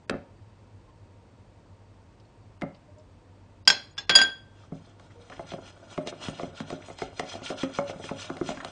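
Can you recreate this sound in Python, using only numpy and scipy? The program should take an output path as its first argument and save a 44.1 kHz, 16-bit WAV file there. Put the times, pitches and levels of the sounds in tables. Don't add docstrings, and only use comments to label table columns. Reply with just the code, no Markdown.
import sys
import numpy as np
from scipy import signal
from scipy.fft import rfft, irfft
from scipy.io import wavfile
from scipy.ndimage import uniform_filter1d, minimum_filter1d

SR = 44100
rng = np.random.default_rng(int(sys.argv[2]) if len(sys.argv) > 2 else 0)


def nominal_scale(level):
    x = np.asarray(level, float) / 20
    return 10 ** x


def digitize_waveform(pressure):
    field = np.atleast_2d(pressure).T
    bounded = np.clip(field, -1, 1)
    quanta = np.round(bounded * 32767).astype(np.int16)
    wavfile.write(sys.argv[1], SR, quanta)


N = 384111


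def rms_one(x):
    return x / np.sqrt(np.mean(x ** 2) + 1e-20)


def add(out, s, sound):
    i = round(s * SR)
    out[i:i + len(sound)] += sound[:N - i]


def ring(hz, t60, rise_s=0.00035, since_s=0):
    t = np.arange(int(SR * (1.2 * abs(t60) + .005))) / SR
    swing = np.sin(2 * np.pi * hz * (t + since_s))
    return swing * nominal_scale(-60 * t / abs(t60)) * (1 - np.exp(-t / rise_s))


def burst(low_hz, high_hz, t60, noise, order=3):
    t = np.arange(len(noise)) / SR
    sos = signal.butter(order, [low_hz, min(high_hz, .45 * SR)], "band", fs=SR, output="sos")
    x = signal.sosfilt(sos, noise * nominal_scale(-60 * t / t60) + 1e-18)
    return x / np.abs(x).max()


def resonance(x, hz, width):
    r = np.exp(-np.pi * width / SR)
    poles = [1, -2 * r * np.cos(2 * np.pi * hz / SR), r * r]
    return signal.lfilter([(1 - r * r) / 2, 0, (r * r - 1) / 2], poles, x)


def coloured(points):
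    hz, db = np.transpose(points)
    grid = np.maximum(np.arange(N // 2 + 1) * SR / N, 1)
    shape = nominal_scale(np.interp(np.log(grid), np.log(hz), db, left=-80, right=-80))
    return rms_one(irfft(rfft(rng.standard_normal(N)) * shape, N))


def flicker(rate):
    r = np.exp(-2 * np.pi * rate / SR)
    return rms_one(signal.lfilter([1], [1, -2 * r, r * r], rng.standard_normal(N + SR))[SR:])


def dish_set_downs():
    # [t/s, crack/dB, low ring/dB, middle ring/dB, upper ring/dB]
    set_downs = [
        (11, -15, [(3.6752, -7.5, -15.5, -18.5, -15), (3.678, -10.5, -14.5, -11, -9), (3.7011, -10, -13.5, -10, -22.5)]),
        (5.4, -16.5, [(3.971, -44, -62.5, -61.5, -63.5), (3.979, -24.5, -36, -34.5, -52), (3.982, -32.5, -34.5, -25, -45.5), (3.9879, -35, -37, -29, -41.5)]),
        (0.62, -10.5, [(4.0934, -18, -47.5, -48.5, -45), (4.0952, -4.5, -21, -16.5, -24), (4.1526, -8.5, -18, -10, -4.5), (4.188, -9.5, -16, -20, -25), (4.2149, -15, -17.5, -30, -16), (4.24, -26, -25.5, -33, -59)]),
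    ]
    settled = [3.745, 3.999, 4.258]
    pitch_ratios = [.993, 1.046, 1.0]
    # [clatter re crack/dB, thud re crack/dB]
    counter = [(-12, -23), (-7.5, -20.5), (-8, -15.5)]
    dish_pitches = [1569, 1551, 1900, 2223, 3320, 3334, 2697, 4838, 4821, 6828, 6903, 9420]
    # [level/dB, t60/s, rise/s, ring 0-3 = low, middle, upper, top]
    dish_modes = [(0, .6, .006, 0), (-14, .3, .004, 0), (-18, .1, .001, 0), (-18, .1, .001, 0),
                  (0, .33, .002, 1), (-11, .3, .002, 1), (-10, .05, .001, 1), (2, .09, .0005, 2),
                  (-13, .16, .0005, 2), (-2, .18, .001, 3), (-8, .1, .001, 3), (4, .07, .001, 3)]
    choked_db = -32
    out = np.zeros(N)
    for ratio, settle_s, set_down, stone in zip(pitch_ratios, settled, set_downs, counter):
        damping, top_db, contacts = set_down
        clatter_db, thud_db = stone
        ends = [c[0] for c in contacts[1:]] + [settle_s]
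        for (s, crack_db, *ring_db), end in zip(contacts, ends):
            hiss = rng.standard_normal(9000)
            ring_db = ring_db + [ring_db[-1] + top_db]
            add(out, s, nominal_scale(crack_db + 1.0) * burst(610, 4300, 0.0083, hiss))
            clatter = burst(830, 5200, 0.19, hiss[::-1], order=6)
            add(out, s, nominal_scale(crack_db + clatter_db) * clatter)
            add(out, s, nominal_scale(crack_db + thud_db) * burst(140, 890, 0.29, hiss))
            for hz, (db, t60, rise_s, group) in zip(dish_pitches, dish_modes):
                held = 1 + damping * t60
                tone = ring(hz * ratio, t60 / held, rise_s / held, since_s=round(s * SR) / SR)
                after_s = np.maximum(np.arange(len(tone)) / SR - (end - s), 0)
                choke = np.maximum(nominal_scale(-1500 * after_s), nominal_scale(choked_db))
                add(out, s, nominal_scale(ring_db[int(group)] + db) * tone * choke)
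    return out


def touched_glass():
    # [t/s, level/dB]
    touches = [
        (3.6753, -14),
        (3.7011, -21),
        (3.982, -33.5),
        (4.0955, -46),
        (4.2165, -48),
    ]
    neighbour_pitches = [797, 587, 4152, 4441, 5173, 5229, 5534, 6019, 6519, 7402]
    # [level/dB, t60/s]
    neighbour_modes = [(-18.5, 0.35), (-26.5, 0.33), (-15, 0.32), (-21, .15), (0, 0.018), (-1, 0.11),
                       (0.5, 0.06), (-5.5, 0.023), (-11.5, 0.17), (-10.5, 0.094)]
    out = np.zeros(N)
    for s, touch_db in touches:
        for hz, (db, t60) in zip(neighbour_pitches, neighbour_modes):
            add(out, s, nominal_scale(touch_db + db) * ring(hz, t60))
    return out


def extra_glass_rings():
    # [t/s, f/Hz]
    extra_rings = [(3.7011, 9380), (4.2, 1567), (4.2, 3311), (4.153, 587.5), (4.153, 4423), (4.153, 4619),
                   (4.153, 5267), (4.153, 1858), (4.19, 6880), (4.232, 6860), (4.215, 2697), (4.247, 3316),
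                   (3.91, 6900), (3.98, 9400)]
    # [level/dB, t60/s]
    extra_strengths = [(-35.5, .05), (-43, 0.8), (-40, 0.6), (-31, .25), (-32, .2), (-29.5, .11), (-34, .2),
                       (-31, .3), (-30.5, .04), (-30.5, .06), (-12.5, 0.016), (-22.5, 0.17), (-57, 0.075),
                       (-46.5, .05)]
    out = np.zeros(N)
    for (s, hz), (db, t60) in zip(extra_rings, extra_strengths):
        add(out, s, nominal_scale(db) * ring(hz, t60, .002))
    return out


def glassware():
    return (dish_set_downs() + touched_glass() + extra_glass_rings()) * nominal_scale(1.4 * flicker(70))


def knocks():
    # [t/s, peak/dB, thump f/Hz, tick re peak/dB]
    counter_knocks = [(0.0961, -45, 880, 14), (0.097, -17.5, 376, 9), (0.1035, -40, 297, -15),
                      (0.109, -16.5, 260, -16), (.125, -36, 905, -14), (0.1402, -20.5, 415, -31),
                      (.146, -29, 148, -32), (.157, -32, 198, -27), (.13, -36, 60, -42),
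                      (2.613, -52, 306, 20), (2.62, -14.5, 625, -13), (2.624, -26, 185, -30),
                      (2.6333, -21.5, 170, -23), (2.637, -26.5, 480, -17), (4.7185, -47, 500, -12),
                      (4.723, -24.5, 163, -42), (4.752, -39, 202, -30), (4.95, -53, 179, -20),
                      (4.9975, -52, 900, 13.5)]
    # [t/s, peak/dB, thump f/Hz, tick re peak/dB]
    wire_strikes = [(5.3002, -35, 706, 1), (5.3941, -27, 673, -16), (5.5188, -28.5, 593, -4),
                    (5.5368, -22.5, 362, -12), (5.978, -21.5, 603, -5.5), (6.073, -31.5, 473, 16),
                    (6.2849, -21.5, 180, -6), (6.388, -39, 600, 6), (6.3967, -26, 606, -5),
                    (6.4323, -28, 700, -5), (6.6042, -24, 214, 1), (6.7032, -29, 744, 5),
                    (6.884, -39.5, 637, 0), (6.987, -47, 493, 22), (7.0198, -18, 341, -8),
                    (7.1963, -19, 700, 7.5), (7.3398, -39.5, 613, 10), (7.4197, -34.5, 344, -17),
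                    (7.5025, -18.5, 550, -13), (7.6335, -14, 354, -8), (7.7868, -13, 700, -22),
                    (7.896, -22, 690, -14), (7.9981, -32, 564, -20), (8.0422, -25, 320, -3),
                    (8.2433, -43.5, 607, -1), (8.301, -20, 278, -10), (8.3698, -33.5, 360, 4),
                    (8.4895, -17, 597, -14), (8.573, -34.5, 275, 3), (8.6478, -27.5, 760, 8.5)]
    # [t/s, peak/dB, thump f/Hz]
    batter_slaps = [(5.3259, -42, 359), (5.435, -41, 154), (5.9833, -26.5, 255), (6.062, -28.5, 240),
                    (6.1257, -32.5, 465), (6.418, -38, 330), (6.4333, -25.5, 220), (6.472, -36, 90),
                    (7.029, -37, 60), (8.309, -46, 60), (8.5, -43, 55), (8.569, -42, 60),
                    (6.7268, -28, 304), (6.7624, -48, 581), (6.901, -34, 576), (7.047, -50, 330),
                    (7.234, -34, 559), (7.3532, -32.5, 403), (7.8196, -40.5, 279), (7.96, -40, 306),
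                    (8.1115, -18.5, 291), (8.4126, -18, 283), (8.5047, -25.5, 406), (8.682, -46, 256)]
    # [f/Hz, level/dB, t60/s]
    bowl_modes = [(170, -2.5, 0.11), (191.3, 0, 0.095), (267.5, 0.5, 0.072), (360, 3.5, 0.047),
                  (430, 0.5, 0.042), (548.1, -4.5, 0.23), (607.6, -5, 0.17), (683.5, 3, 0.051),
                  (740, -4, 0.1), (839, -7, 0.069), (1188, 17, 0.0063), (1299, -11, 0.12),
                  (2114, -2, 0.046)]
    slaps = [(s, db, hz, -61 + .3 * (db + 47) - db) for s, db, hz in batter_slaps]
    blows = list(counter_knocks) + list(wire_strikes) + slaps
    out, t = np.zeros(N), np.arange(9000) / SR
    for k, (s, db, thump_hz, tick_db) in enumerate(blows):
        hiss = rng.standard_normal(2500)
        shift, *luck = rng.standard_normal(len(bowl_modes) + 1)
        ring_db = -37.5 + 0.74 * (db + 29.5) - db
        if k < len(counter_knocks):
            ring_db -= 3
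        turns = thump_hz * t + 2600 * 0.001185 * (1 - np.exp(-t / 0.0011))
        tick = nominal_scale(min(tick_db, 0)) * np.exp(-t / 0.0035) * (1 - np.exp(-t / 0.00038))
        swell = 1 - np.exp(-(t / 0.0045) ** 2)
        thump = np.sin(2 * np.pi * turns) * (tick + swell) * nominal_scale(-60 * t * thump_hz / 8)
        add(out, s - .0015, nominal_scale(db) * thump)
        add(out, s - .001, nominal_scale(db + tick_db - 17.0) * burst(1500, 9400, 0.017, hiss))
        add(out, s, nominal_scale(db + tick_db - 7) * burst(660, 4300, 0.013, hiss[::-1]))
        wet_slap = burst(0.55 * thump_hz, 1.72 * thump_hz, 0.067, hiss)
        add(out, s, nominal_scale(db + ring_db - 5.5) * wet_slap)
        for (hz, mode_db, t60), chance in zip(bowl_modes, luck):
            near_db = -5 * abs(np.log2(hz / thump_hz))
            gain = np.sign(chance) * nominal_scale(db + ring_db + mode_db + near_db + 4.3 * chance)
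            add(out, s, gain * ring(hz * (1 + 0.021 * shift), t60, 0.00071))
    return out


def ticks():
    # [t/s, peak/dB, f/Hz, t60/s]
    lone_ticks = [(0.096, -21.5, 1840, 0.0088), (.118, -36, 1260, 0.092), (.39, -55, 1800, 0.018),
                  (0.871, -51, 1050, 0.16), (1.66, -48, 1210, 0.015), (2.199, -50, 4970, 0.0077),
                  (2.25, -59, 4380, .03), (2.74, -60, 2500, .01), (2.752, -59, 3330, .01),
                  (2.747, -46, 4500, 0.012), (2.763, -59.5, 5200, 0.012), (2.88, -45, 595, 0.12),
                  (2.96, -44, 615, 0.24), (2.983, -55.5, 7200, .03), (2.996, -55, 5200, .02),
                  (3.652, -55.5, 3420, 0.0091), (3.652, -44, 5000, 0.015), (4.634, -43.5, 1230, 0.038),
                  (4.998, -44.5, 1340, .012), (5.105, -45, 1990, 0.01), (6.838, -45, 1680, 0.006),
                  (6.572, -41, 3480, 0.0081), (6.527, -50, 1650, .01), (7.46, -25.5, 3180, 0.015),
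                  (8.452, -44, 1350, .01), (5.149, -42.5, 476, 0.39), (5.319, -31, 1860, 0.015),
                  (5.365, -39.5, 3120, 0.01), (5.505, -33.5, 3470, 0.0088), (6.821, -37.5, 2370, 0.0056),
                  (8.089, -26.5, 1260, 0.0098), (8.09, -31, 2500, 0.0078), (8.574, -31, 1590, 0.027),
                  (8.602, -26.5, 1830, 0.011)]
    out = np.zeros(N)
    for s, db, hz, t60 in lone_ticks:
        rustle = burst(0.57 * hz, 1.093 * hz, 0.055, rng.standard_normal(2500))
        add(out, s, nominal_scale(db - 4.5 - 61 * t60) * rustle)
        add(out, s, nominal_scale(db) * ring(hz, t60, t60 / 12))
    return out


def stirring():
    # [t/s, level/dB]
    effort = [(4.502, -81.5), (5.27, -71.5), (5.499, -65.5), (5.78, -68), (5.939, -64), (6.16, -63),
              (6.28, -52.5), (6.43, -71), (6.531, -66), (6.8, -66.5), (7.0, -70), (7.11, -64.5), (7.3, -65),
              (7.41, -63.5), (7.7, -58), (8.0, -62.5), (8.35, -60.5), (8.71, -55.5)]
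    # [middle t/s, length/s, scrape/dB]
    strokes = [(4.609, 0.095, -68), (4.764, 0.074, -70), (4.866, 0.084, -70), (5.032, 0.06, -71),
               (5.12, 0.033, -78), (5.226, 0.031, -64.5), (5.345, 0.15, -62.5), (5.516, 0.07, -49),
               (5.675, 0.079, -53.5), (5.926, 0.039, -50.5), (5.98, 0.058, -64), (6.088, 0.032, -41.5),
               (6.244, 0.054, -43), (6.406, 0.11, -51), (6.592, 0.063, -50), (6.719, 0.081, -51.5),
               (6.89, 0.11, -59.5), (7.019, 0.079, -46), (7.198, 0.061, -48.5), (7.316, 0.093, -44.5),
               (7.477, 0.067, -42), (7.611, 0.057, -42), (7.761, 0.059, -43), (7.896, 0.039, -46.5),
               (8.063, 0.079, -48), (8.222, 0.079, -42), (8.488, 0.063, -45.5), (8.676, 0.034, -59)]
    stroke_hiss = [4, 6, 5.5, 10, -8, -2, 4.5, -8, -1, -1, -8, -5, -7, -7, -2, -1, 13, -1, 2, -2, 3, -11,
                   -11, -9, 5, -1, 4, 1]
    # [f/Hz, width/Hz, level/dB]
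    wall_modes = [(1020, 860, -2.5), (1260, 460, -18), (1426, 130, -0.5), (2100, 240, -2), (2500, 120, -7),
                  (2888, 250, 6), (3236, 450, 0.5), (3780, 190, 2), (4350, 280, -4.5), (4400, 1100, -6),
                  (5000, 560, -15), (5380, 600, -6.5), (6030, 440, -4.5), (6576, 850, -9.5),
                  (6700, 240, -11.5), (8010, 470, -15), (8650, 510, -9.5)]
    # [f/Hz, level per Hz/dB]
    rumble_spectrum = [(71, -62), (120, -9.5), (368, -1), (436, -9.5), (631, 1.5), (993, -14.5), (1500, -7),
                       (1950, -53.5), (3300, -120)]
    t = np.arange(N) / SR
    s, drag_db = np.transpose(effort)
    drag = nominal_scale(np.interp(t, s, drag_db, left=-120))
    low, middle, top = drag.copy(), drag.copy(), drag * nominal_scale(-8.5)
    for (middle_s, length_s, db), hiss_db in zip(strokes, stroke_hiss):
        low_db = -4.5 - 0.17 * (db + 54.5)
        swell = np.exp(-np.log(2) * np.abs(np.linspace(-2, 2, int(2 * length_s * SR))) ** 2.5)
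        for band, share_db in (low, low_db), (middle, 0), (top, -17 + hiss_db):
            add(band, middle_s - length_s, nominal_scale(db + share_db) * swell)

    slip_now = rng.random(N) < 5000 / SR
    slip_size = nominal_scale(3.1 * np.minimum(rng.exponential(1, N), 5))
    slips = slip_now * slip_size * rng.choice([-1, 1], N) * nominal_scale(1.2 * flicker(68))
    bands = np.zeros((3, N))
    for k, (hz, width, db) in enumerate(wall_modes):
        fade = nominal_scale(db + 2.6 * flicker(33) + 1.7 * flicker(3.7))
        mode = resonance(np.roll(slips, SR // 900 * k), hz, width)
        bands[np.searchsorted([1900, 6500], hz)] += (-1) ** k * fade * mode
    scrape = low * rms_one(bands[0]) + middle * rms_one(bands[1]) + top * rms_one(bands[2])

    rumble_db = -54.5 + 0.97 * (drag_db + 65)
    rumble = rms_one(coloured(rumble_spectrum) * nominal_scale(6.1 * flicker(37)))
    return scrape + nominal_scale(np.interp(t, s, rumble_db, left=-120)) * rumble


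def kitchen(x):
    t60_s, lows_cut_hz = 0.35, 3150
    t = np.arange(int(.6 * SR)) / SR
    lows, highs = rng.standard_normal((2, len(t))) * (t > .006)
    lows = signal.sosfilt(signal.butter(2, lows_cut_hz, fs=SR, output="sos"), lows)
    tail = (lows + .5 * highs) * nominal_scale(-60 * t / t60_s)
    return signal.fftconvolve(x, tail / np.sqrt(np.sum(tail ** 2)))[:N]


def room_air():
    # [f/Hz, level per Hz/dB]
    air_spectrum = [(16, -41.5), (28, -20), (49, -6), (70, -16), (101, 1), (126, -13), (225, -15),
                    (287, -15), (403, -21), (489, -18.5), (876, -26.5), (1060, -26.5), (1290, -31),
                    (9200, -48), (12000, -76.5), (20200, -120)]
    # [f/Hz, width/Hz, level/dB]
    drone_bands = [
        (93, 5.1, -62.5),
        (923, 25, -71.5),
        (2570, 43, -86),
        (4600, 43, -87),
    ]
    out = nominal_scale(-54) * coloured(air_spectrum)
    for hz, width, db in drone_bands:
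        out += nominal_scale(db) * rms_one(resonance(rng.standard_normal(N), hz, width))
    return out


def scene():
    glass, bowl = glassware(), knocks() + ticks() + stirring()
    dull = signal.sosfilt(signal.butter(1, 2600, fs=SR, output="sos"), bowl)
    scattered = glass * nominal_scale(-7 + 4.5 * flicker(75))
    return (glass + bowl + nominal_scale(-12.5) * kitchen(dull + scattered) + room_air())[None]


def dropouts(x, below_db):
    hz, _, cells = signal.stft(x, SR, nperseg=1024)
    band = uniform_filter1d(uniform_filter1d(np.abs(cells) ** 2, size=3, axis=0), size=3, axis=1)
    band_db = 10 * np.log10(band + 1e-20)
    around_db = uniform_filter1d(uniform_filter1d(band_db, size=36, axis=0), size=5, axis=1)
    thrift_db = np.interp(hz, [2500, 4400, 5000, 5600, 6800, 7600, 8600, 9000, 9250],
                          [-6, -2, -1.2, -1.5, .4, 1.2, .3, 1, 9])
    lost = band_db < around_db + below_db + thrift_db[:, None]
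    loudest_db = -minimum_filter1d(-band_db, size=64, axis=0)
    lost |= (band_db < loudest_db - 30) & (hz[:, None] > 5400)
    return signal.istft(cells * np.where(lost, .05, 1), SR, nperseg=1024)[1][:N]


def band_limit(x):
    return signal.sosfilt(signal.butter(12, 10790, fs=SR, output="sos"), x)


def record(dry):
    rounded = .9 * np.tanh(dry / .9)
    top_cut = signal.cheby2(12, 70, 10830, fs=SR, output="sos")
    thinned = dropouts(signal.sosfilt(top_cut, rounded)[0], below_db=-3.1)
    return band_limit(thinned[None])


dry = scene()
out = record(dry)
digitize_waveform(out)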